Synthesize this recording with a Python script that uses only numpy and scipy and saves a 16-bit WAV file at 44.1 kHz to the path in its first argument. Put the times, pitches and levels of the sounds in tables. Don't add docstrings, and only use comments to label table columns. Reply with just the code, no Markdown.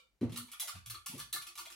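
import sys
import numpy as np
from scipy import signal
from scipy.fft import rfft, irfft
from scipy.io import wavfile

SR = 44100
rng = np.random.default_rng(int(sys.argv[2]) if len(sys.argv) > 2 else 0)


def natural_amplitude(level_db):
    exponent = np.asarray(level_db, float) / 20
    return 10 ** exponent


def put_to_file(sound):
    columns = np.atleast_2d(sound).T
    safe = np.clip(columns, -1, 1)
    whole_steps = np.round(safe * 32767)
    wavfile.write(sys.argv[1], SR, whole_steps.astype(np.int16))


N = 77175
LEAD = 4410
SIZE = 32768

# freq_hz, level_db_per_hz
FLOOR_SPECTRUM = [(35, -1.5), (60, 5), (100, -11), (200, -13), (500, -17), (1500, -23), (5000, -26),
                  (16000, -32.5)]
FLOOR_DB, FLOOR_SIDE_GAIN = -80, 0.59
HUM_HZ, HUM_DB = 54, -78

# freq_hz, t60_s
ROOM_T60 = [(300, 0.22), (1300, 0.34), (3500, 0.3), (9000, 0.26), (15000, 0.16)]
ROOM_DB, ROOM_GAP_S, ROOM_BUILD_S = 3, 0.00013, 0.002
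EAR_LAG_SAMPLES, PAN_DB = 1, -0.6

# freq_hz, level_db, t60_s
CLANK_MODES = [(520, 2, .12), (1170, .1, .025), (1350, 1, .02), (2330, -1, .03), (2950, .1, .01),
               (3550, -3, .008), (4400, -8, .008), (7000, -18, .003)]
CLANK_START_S, CLANK_DB, CLANK_LENGTH_S = -0.03, -71.5, 0.026

# start_s, peak_db, pitch_hz, length_s
DRONES = [(0.338, -51, 240.5, 0.12), (.44, -72, 238, 0.072), (.29, -49, 116, 0.036),
          (.375, -56.5, 105.4, 0.072), (.81, -61.5, 69, 0.096), (.868, -53, 116.6, 0.078),
          (1.13, -54.5, 140, 0.088), (1.135, -52, 269.2, .035), (1.141, -56, 398, 0.0385),
          (.212, -46, 192, 0.031), (0.21, -43, 109.3, 0.026), (.224, -38, 257, 0.027),
          (1.159, -60, 349, 0.0354), (1.269, -69.5, 119.6, .1)]
DRONE_TAPER, DRONE_FADE_DB = 0.24, -4

# start_s, level_db, centre_hz, push_length_s
BUMPS = [(0.2127, -30.5, 325, 0.0068), (0.2245, -26.5, 262, 0.012), (0.229, -36, 116, 0.034),
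         (0.285, -42.5, 129.6, 0.032), (0.319, -42, 250, 0.012), (.385, -52, 112.5, 0.036),
         (.733, -49.5, 98, 0.066), (.755, -56.5, 175, 0.014), (0.832, -61, 66, 0.04),
         (.875, -68, 109, 0.068), (0.962, -61, 84.5, 0.032), (1.081, -52, 166, 0.041),
         (1.127, -48, 238, 0.02), (1.148, -49.5, 399.7, 0.013), (1.14, -52, 140, 0.02),
         (1.201, -54.5, 133.6, 0.047), (1.186, -62.5, 61.7, 0.034), (1.34, -62, 139, 0.076),
         (0.927, -64, 334, 0.04), (1.327, -60, 340, 0.043), (1.584, -66, 353, 0.058),
         (1.44, -72.5, 345, 0.095), (1.701, -69, 350, 0.043)]
# freq_hz, level_db, t60_s
STOCK_MODES = [(56.6, 1, 0.59), (92, 4, 0.1), (116, 7, 0.11), (149.4, -1, 0.15), (191, 6.5, 0.14),
               (238.9, -4.5, 0.41), (257.3, 13, 0.064), (343.3, 3.5, 0.14), (387.7, 7.5, 0.083),
               (426, 9.5, 0.028), (526, -12, 0.058), (565, 19, 0.066)]
BUMP_SPREAD_OCT, BUMP_SIDE_DB, BUMP_GRIT_GAIN, BUMP_ROOM_DB = 0.44, -18.5, 0.53, -11.5
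THUD_DB, THUD_T60_S, THUD_BAND_RATIO = -15.5, 0.34, 1.54

# start_s, peak_db, pitch_hz, chatter_length_s
PINGS = [(.365, -51, 1150, 0.027), (0.38, -53.5, 1400, 0.037), (0.518, -53, 3000, .02),
         (0.531, -54.5, 1170, 0.016), (0.528, -52, 3400, 0.024), (0.598, -47.5, 3400, 0.036),
         (.6, -40.5, 10900, .03), (.678, -48.5, 1170, 0.028), (0.677, -49.5, 1415, 0.011),
         (0.681, -47, 10900, 0.016), (.68, -49, 4500, 0.017), (.903, -54.5, 1210, .015),
         (0.897, -47.5, 4260, 0.022), (.945, -51, 1210, .015), (0.949, -48, 4300, 0.014),
         (1.063, -49.5, 1200, 0.0096), (1.067, -51, 5950, 0.028), (1.063, -46, 10900, 0.017),
         (1.196, -52.5, 4300, 0.02), (1.33, -48, 5960, 0.01), (1.332, -47.5, 4450, 0.019),
         (1.36, -48, 4450, 0.014), (1.332, -51.5, 1750, 0.033), (1.359, -57, 1300, 0.018),
         (1.413, -49.5, 4450, 0.026), (1.47, -54.5, 4450, .035), (1.583, -47, 4500, 0.021),
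         (1.59, -55, 1120, 0.013), (1.591, -57.5, 1400, 0.028), (1.655, -59, 2100, 0.014),
         (1.58, -53, 5960, 0.024), (0.604, -56, 892, .05), (.62, -60.5, 656, 0.077), (.72, -61, 716, .05),
         (1.336, -59, 720, 0.049), (1.655, -60, 695, 0.032), (1.675, -58, 3400, 0.023),
         (.48, -62.5, 2300, .02), (0.317, -56.5, 3320, 0.014), (.37, -52.5, 3400, 0.033),
         (0.966, -57.5, 1220, 0.03), (0.699, -56.5, 1394, .04), (1.1, -59, 892, 0.052)]
PING_T60_S, PING_SPLIT_RATIO, PING_ROOM_DB = 0.018, 0.016, -8.5

# start_s, level_db, chatter_length_s, brightness_db_per_oct, hollow_ring_db
JERKS = [(0.294, -55.5, 0.013, -7.5, -20), (0.32, -46, 0.033, -4.5, -19), (0.3594, -40.5, 0.0077, -2.6, 2),
         (0.3728, -35.5, 0.0056, 2.4, 5.5), (0.4801, -56, 0.044, -6, -34), (0.5162, -44, 0.014, 0.2, 4.5),
         (0.532, -48.5, 0.0079, -5, 0.1), (0.5972, -30, 0.027, 1.5, 3.5), (0.6735, -38, 0.021, -1.5, 1.8),
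         (0.859, -43.5, 0.024, -0.3, 2.5), (0.8989, -37.5, 0.0098, 0.2, 5), (0.9422, -44, 0.01, -2, 9.5),
         (1.0605, -36, 0.011, 0.2, 5), (1.1777, -44, 0.013, -0.5, 5.5), (1.192, -43, 0.011, -1.5, 1),
         (1.3271, -30.5, 0.024, 1.8, 7.5), (1.36, -39.5, 0.0051, -2, 12.5), (1.413, -44, 0.016, -2.4, -5),
         (1.467, -43, 0.016, -2.4, 2), (1.554, -47, 0.0099, -2.5, -1.5), (1.582, -39.5, 0.028, -2.5, -1.5),
         (1.6535, -45.5, 0.018, -5, -6), (1.7195, -49, 0.012, -3.5, -6)]
# start_s, level_db, chatter_length_s, brightness_db_per_oct,
# hollow_ring_db
SLIPS = [(0.21, -51, 0.041, -8.5, -7), (0.752, -49.5, 0.019, -5, 1), (0.816, -72.5, 0.034, -6, 10),
         (1.08, -41, 0.069, -2, -18), (1.137, -51.5, 0.059, -6, -6), (0.68, -43.5, 0.008, -3.5, -13),
         (0.681, -44.5, 0.026, -1.5, 8), (1.33, -36, 0.0055, 2.5, 6), (0.47, -59, 0.0085, 2.5, 15),
         (1.2, -48.5, 0.0094, -3, -2.5), (1.7, -49, 0.011, -3.5, -2.5), (1.575, -43.5, 0.013, -1.7, 3.5),
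         (1.594, -59, 0.011, -1, 3), (1.2, -40.5, 0.0039, -0.5, 7.5), (1.3, -71, .004, 19, -5)]
# freq_hz, level_db, t60_s
ROD_MODES = [(698, -12.5, 0.044), (1178, 7.5, 0.041), (1393, 7, 0.038), (1755, 2.5, 0.047),
             (2164, 8, 0.014), (3474, 4.5, 0.029), (4010, 10.5, 0.019), (4446, 11.5, 0.028),
             (6010, 8.5, 0.038), (10050, 12, 0.036), (10400, 10.5, 0.032), (10860, 23, 0.0092),
             (10820, 22.5, 0.004)]
# freq_hz, level_db_per_hz
SCRAPE = [(300, -24.5), (550, -26.5), (900, -12.5), (1580, -14), (2500, -1.5), (7000, -2.5), (11000, 1.5),
          (15500, -5)]
ROD_DB, RING_DB, MODE_SCATTER_DB = -20.5, 5, 1.5
HOLLOW_BELOW_HZ, PLACES = 4800, 4
CLICKS_PER_S, CLICK_SCATTER_DB, RISE_S = 7000, 3.0, 0.0006
CLUMP_S, CLUMP_DB = 0.00324, 3.5
STRIKE_DB, STRIKE_S, TICK_DB, TICK_S = -13.5, 0.0079, -3.5, 0.0011


def unit(x):
    return x / np.sqrt(np.mean(np.abs(x) ** 2) + 1e-30)


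def colour(table, hz):
    table = np.array(table)
    return np.interp(np.log(hz + 1), np.log(table[:, 0]), table[:, 1])


def causal(db):
    cepstrum = irfft(db * np.log(10) / 20)
    half = len(cepstrum) // 2
    cepstrum[1:half] *= 2
    cepstrum[half + 1:] = 0
    return np.exp(rfft(cepstrum))


def rings(modes):
    hz, db, t60_s = np.array(modes).T[:, :, None]
    t = np.arange(SIZE) / SR
    return natural_amplitude(db) * np.sin(2 * np.pi * hz * t) * np.exp(-np.log(1000) * t / np.abs(t60_s))


def add(track, start_s, sound):
    i = int(start_s * SR) + LEAD
    track[..., i:i + sound.shape[-1]] += sound[..., :track.shape[-1] - i]


def floor():
    hz = np.arange(N // 2 + 1) * SR / N
    mid, side = irfft(rfft(rng.standard_normal((2, N))) * natural_amplitude(colour(FLOOR_SPECTRUM, hz)), N)
    hiss = unit(mid + FLOOR_SIDE_GAIN * side * np.array([[1], [-1]]))
    hum = np.sin(2 * np.pi * HUM_HZ * np.arange(N) / SR)
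    return natural_amplitude(FLOOR_DB) * hiss + natural_amplitude(HUM_DB) * hum


def room(x):
    t = np.arange(SIZE) / SR
    hz = np.arange(SIZE // 2 + 1) * SR / SIZE
    noise = rfft(rng.standard_normal((2, SIZE)))
    octave = np.log2(np.clip(hz, 125, 16000) / 1000)
    tail = 0
    for k in range(-3, 5):
        share = np.clip(1 - np.abs(octave - k), 0, 1)
        t60_s = colour(ROOM_T60, 1000 * 2. ** k)
        tail = tail + irfft(noise * share) * np.exp(-np.log(1000) * t / t60_s)
    tail = tail * (1 - np.exp(-np.clip(t - ROOM_GAP_S, 0, None) / ROOM_BUILD_S))
    tail = natural_amplitude(ROOM_DB) * tail / np.sqrt(np.sum(tail ** 2, axis=1, keepdims=True))
    direct = np.array([x, np.roll(x, EAR_LAG_SAMPLES)])
    return direct + signal.fftconvolve(x[None], tail, axes=1)[:, :len(x)]


def clank():
    out = np.zeros(N + LEAD)
    t = np.arange(SIZE // 8) / SR
    rattle = rng.standard_normal(len(t)) * np.exp(-(t / CLANK_LENGTH_S) ** 2)
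    response = np.diff(rings(CLANK_MODES).sum(axis=0))
    rung = signal.fftconvolve(rattle, response)[:SIZE // 4]
    add(out, CLANK_START_S, natural_amplitude(CLANK_DB) * unit(rung))
    return out


def drones():
    out = np.zeros(N + LEAD)
    for start_s, peak_db, pitch_hz, length_s in DRONES:
        t = np.arange(int(length_s * SR)) / SR
        shape = signal.windows.tukey(len(t), DRONE_TAPER) * natural_amplitude(DRONE_FADE_DB * t / length_s)
        add(out, start_s, natural_amplitude(peak_db) * shape * np.sin(2 * np.pi * pitch_hz * t))
    return out


def stock():
    out = np.zeros((2, N + LEAD))
    t = np.arange(SIZE // 2) / SR
    modes = rings(STOCK_MODES)
    mode_hz = np.array(STOCK_MODES)[:, 0]
    for start_s, level_db, centre_hz, push_s in BUMPS:
        near = np.exp(-0.5 * (np.log2(mode_hz / centre_hz) / BUMP_SPREAD_OCT) ** 2)
        band_hz = [centre_hz / THUD_BAND_RATIO, centre_hz * THUD_BAND_RATIO]
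        band = signal.butter(2, band_hz, "band", fs=SR, output="sos")
        grit = unit(signal.sosfilt(band, rng.standard_normal((2, len(t)))))
        phase = 2 * np.pi * centre_hz * t
        wobble = -np.array([np.sin(phase), np.cos(phase)]) + BUMP_GRIT_GAIN * grit
        contact = np.clip(t / push_s, 0, 1)
        push = wobble * np.sin(np.pi * contact)
        rung = signal.fftconvolve(push, (near @ modes)[None], axes=1)[:, :len(t)]
        thud = natural_amplitude(THUD_DB) * grit * contact * natural_amplitude(-60 * t / THUD_T60_S)
        mid, side = rung / np.abs(rung[0]).max() + thud
        add(out, start_s, natural_amplitude(level_db) * (mid + natural_amplitude(BUMP_SIDE_DB) * side * np.array([[1], [-1]])))
    return out


def pings():
    out = np.zeros(N + LEAD)
    t = np.arange(SIZE // 8) / SR
    for start_s, peak_db, pitch_hz, length_s in PINGS:
        push = np.sin(np.pi * np.clip(t / length_s, 0, 1))
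        rattle = rng.standard_normal(len(t)) * push
        beat = np.cos(2 * np.pi * pitch_hz * PING_SPLIT_RATIO * t)
        mode = np.sin(2 * np.pi * pitch_hz * t) * beat * natural_amplitude(-60 * t / PING_T60_S)
        rung = signal.fftconvolve(rattle, mode)[:len(t)]
        rung = signal.fftconvolve(rung, mode)[:len(t)]
        add(out, start_s, natural_amplitude(peak_db) * rung / np.abs(rung).max())
    return out


def rod():
    out = np.zeros((PLACES, N + LEAD))
    hz = np.arange(SIZE // 2 + 1) * SR / SIZE
    t = np.arange(SIZE // 4) / SR
    low_cuts = [causal(40 * np.log10(np.clip(hz / f, 0.01, 1))) for f, _, _ in ROD_MODES]
    modes = rfft(rings(ROD_MODES)) * low_cuts
    ring_gain = natural_amplitude(RING_DB) / np.abs(modes).max()
    hollow = np.array(ROD_MODES)[:, 0] < HOLLOW_BELOW_HZ
    scrape = causal(colour(SCRAPE, hz))
    for k, (start_s, level_db, length_s, bright_db, ring_db) in enumerate(list(JERKS) + list(SLIPS)):
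        mode_db = MODE_SCATTER_DB * rng.standard_normal(len(ROD_MODES)) + ring_db * hollow
        mix = natural_amplitude(mode_db) * rng.choice([-1, 1], len(ROD_MODES))

        hit, size, sign = rng.random((3, len(t)))
        click_gain = natural_amplitude(-CLICK_SCATTER_DB * np.log(size + 1 / 60))
        clicks = (hit < CLICKS_PER_S / SR) * click_gain * np.sign(sign - 0.5)

        clumps = np.interp(t, np.arange(200) * CLUMP_S, rng.standard_normal(200))
        strike = natural_amplitude(STRIKE_DB) * np.exp(-t / STRIKE_S)
        tick = natural_amplitude(TICK_DB) * np.exp(-t / TICK_S)
        shape = (1 - np.exp(-(t + 1 / SR) / RISE_S)) * np.exp(-(t / length_s) ** 2)
        shape = shape * (natural_amplitude(CLUMP_DB * clumps) + strike + tick)

        tilt = causal(bright_db * np.log2(np.clip(hz, 1100, 16000) / 4000))
        body = scrape + ring_gain * (mix @ modes)
        chatter = irfft(rfft(unit(clicks) * shape, SIZE) * tilt * body)[:SIZE // 2]
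        add(out[k % PLACES], start_s, natural_amplitude(level_db + ROD_DB) * unit(chatter))
    return out


def scene():
    hush = floor()
    bumps = stock() + drones()
    knocks = pings()
    near = room(clank())
    near = near + bumps + natural_amplitude(BUMP_ROOM_DB) * room(bumps.mean(axis=0))
    near = near + knocks + natural_amplitude(PING_ROOM_DB) * room(knocks)
    near = near + sum(room(x) for x in rod())
    pan = natural_amplitude(np.array([[PAN_DB], [-PAN_DB]]) / 2)
    return near[:, LEAD:] * pan + hush


def band_limit(x):
    return signal.sosfilt(signal.butter(12, 16650, fs=SR, output="sos"), x)


def record(dry):
    low_cut = signal.butter(3, 42, "high", fs=SR, output="sos")
    top_cut = signal.ellip(8, 0.2, 70, 15800, fs=SR, output="sos")
    mix = signal.sosfilt(top_cut, signal.sosfilt(low_cut, dry))
    return band_limit(mix)


dry = scene()
out = record(dry)
put_to_file(out)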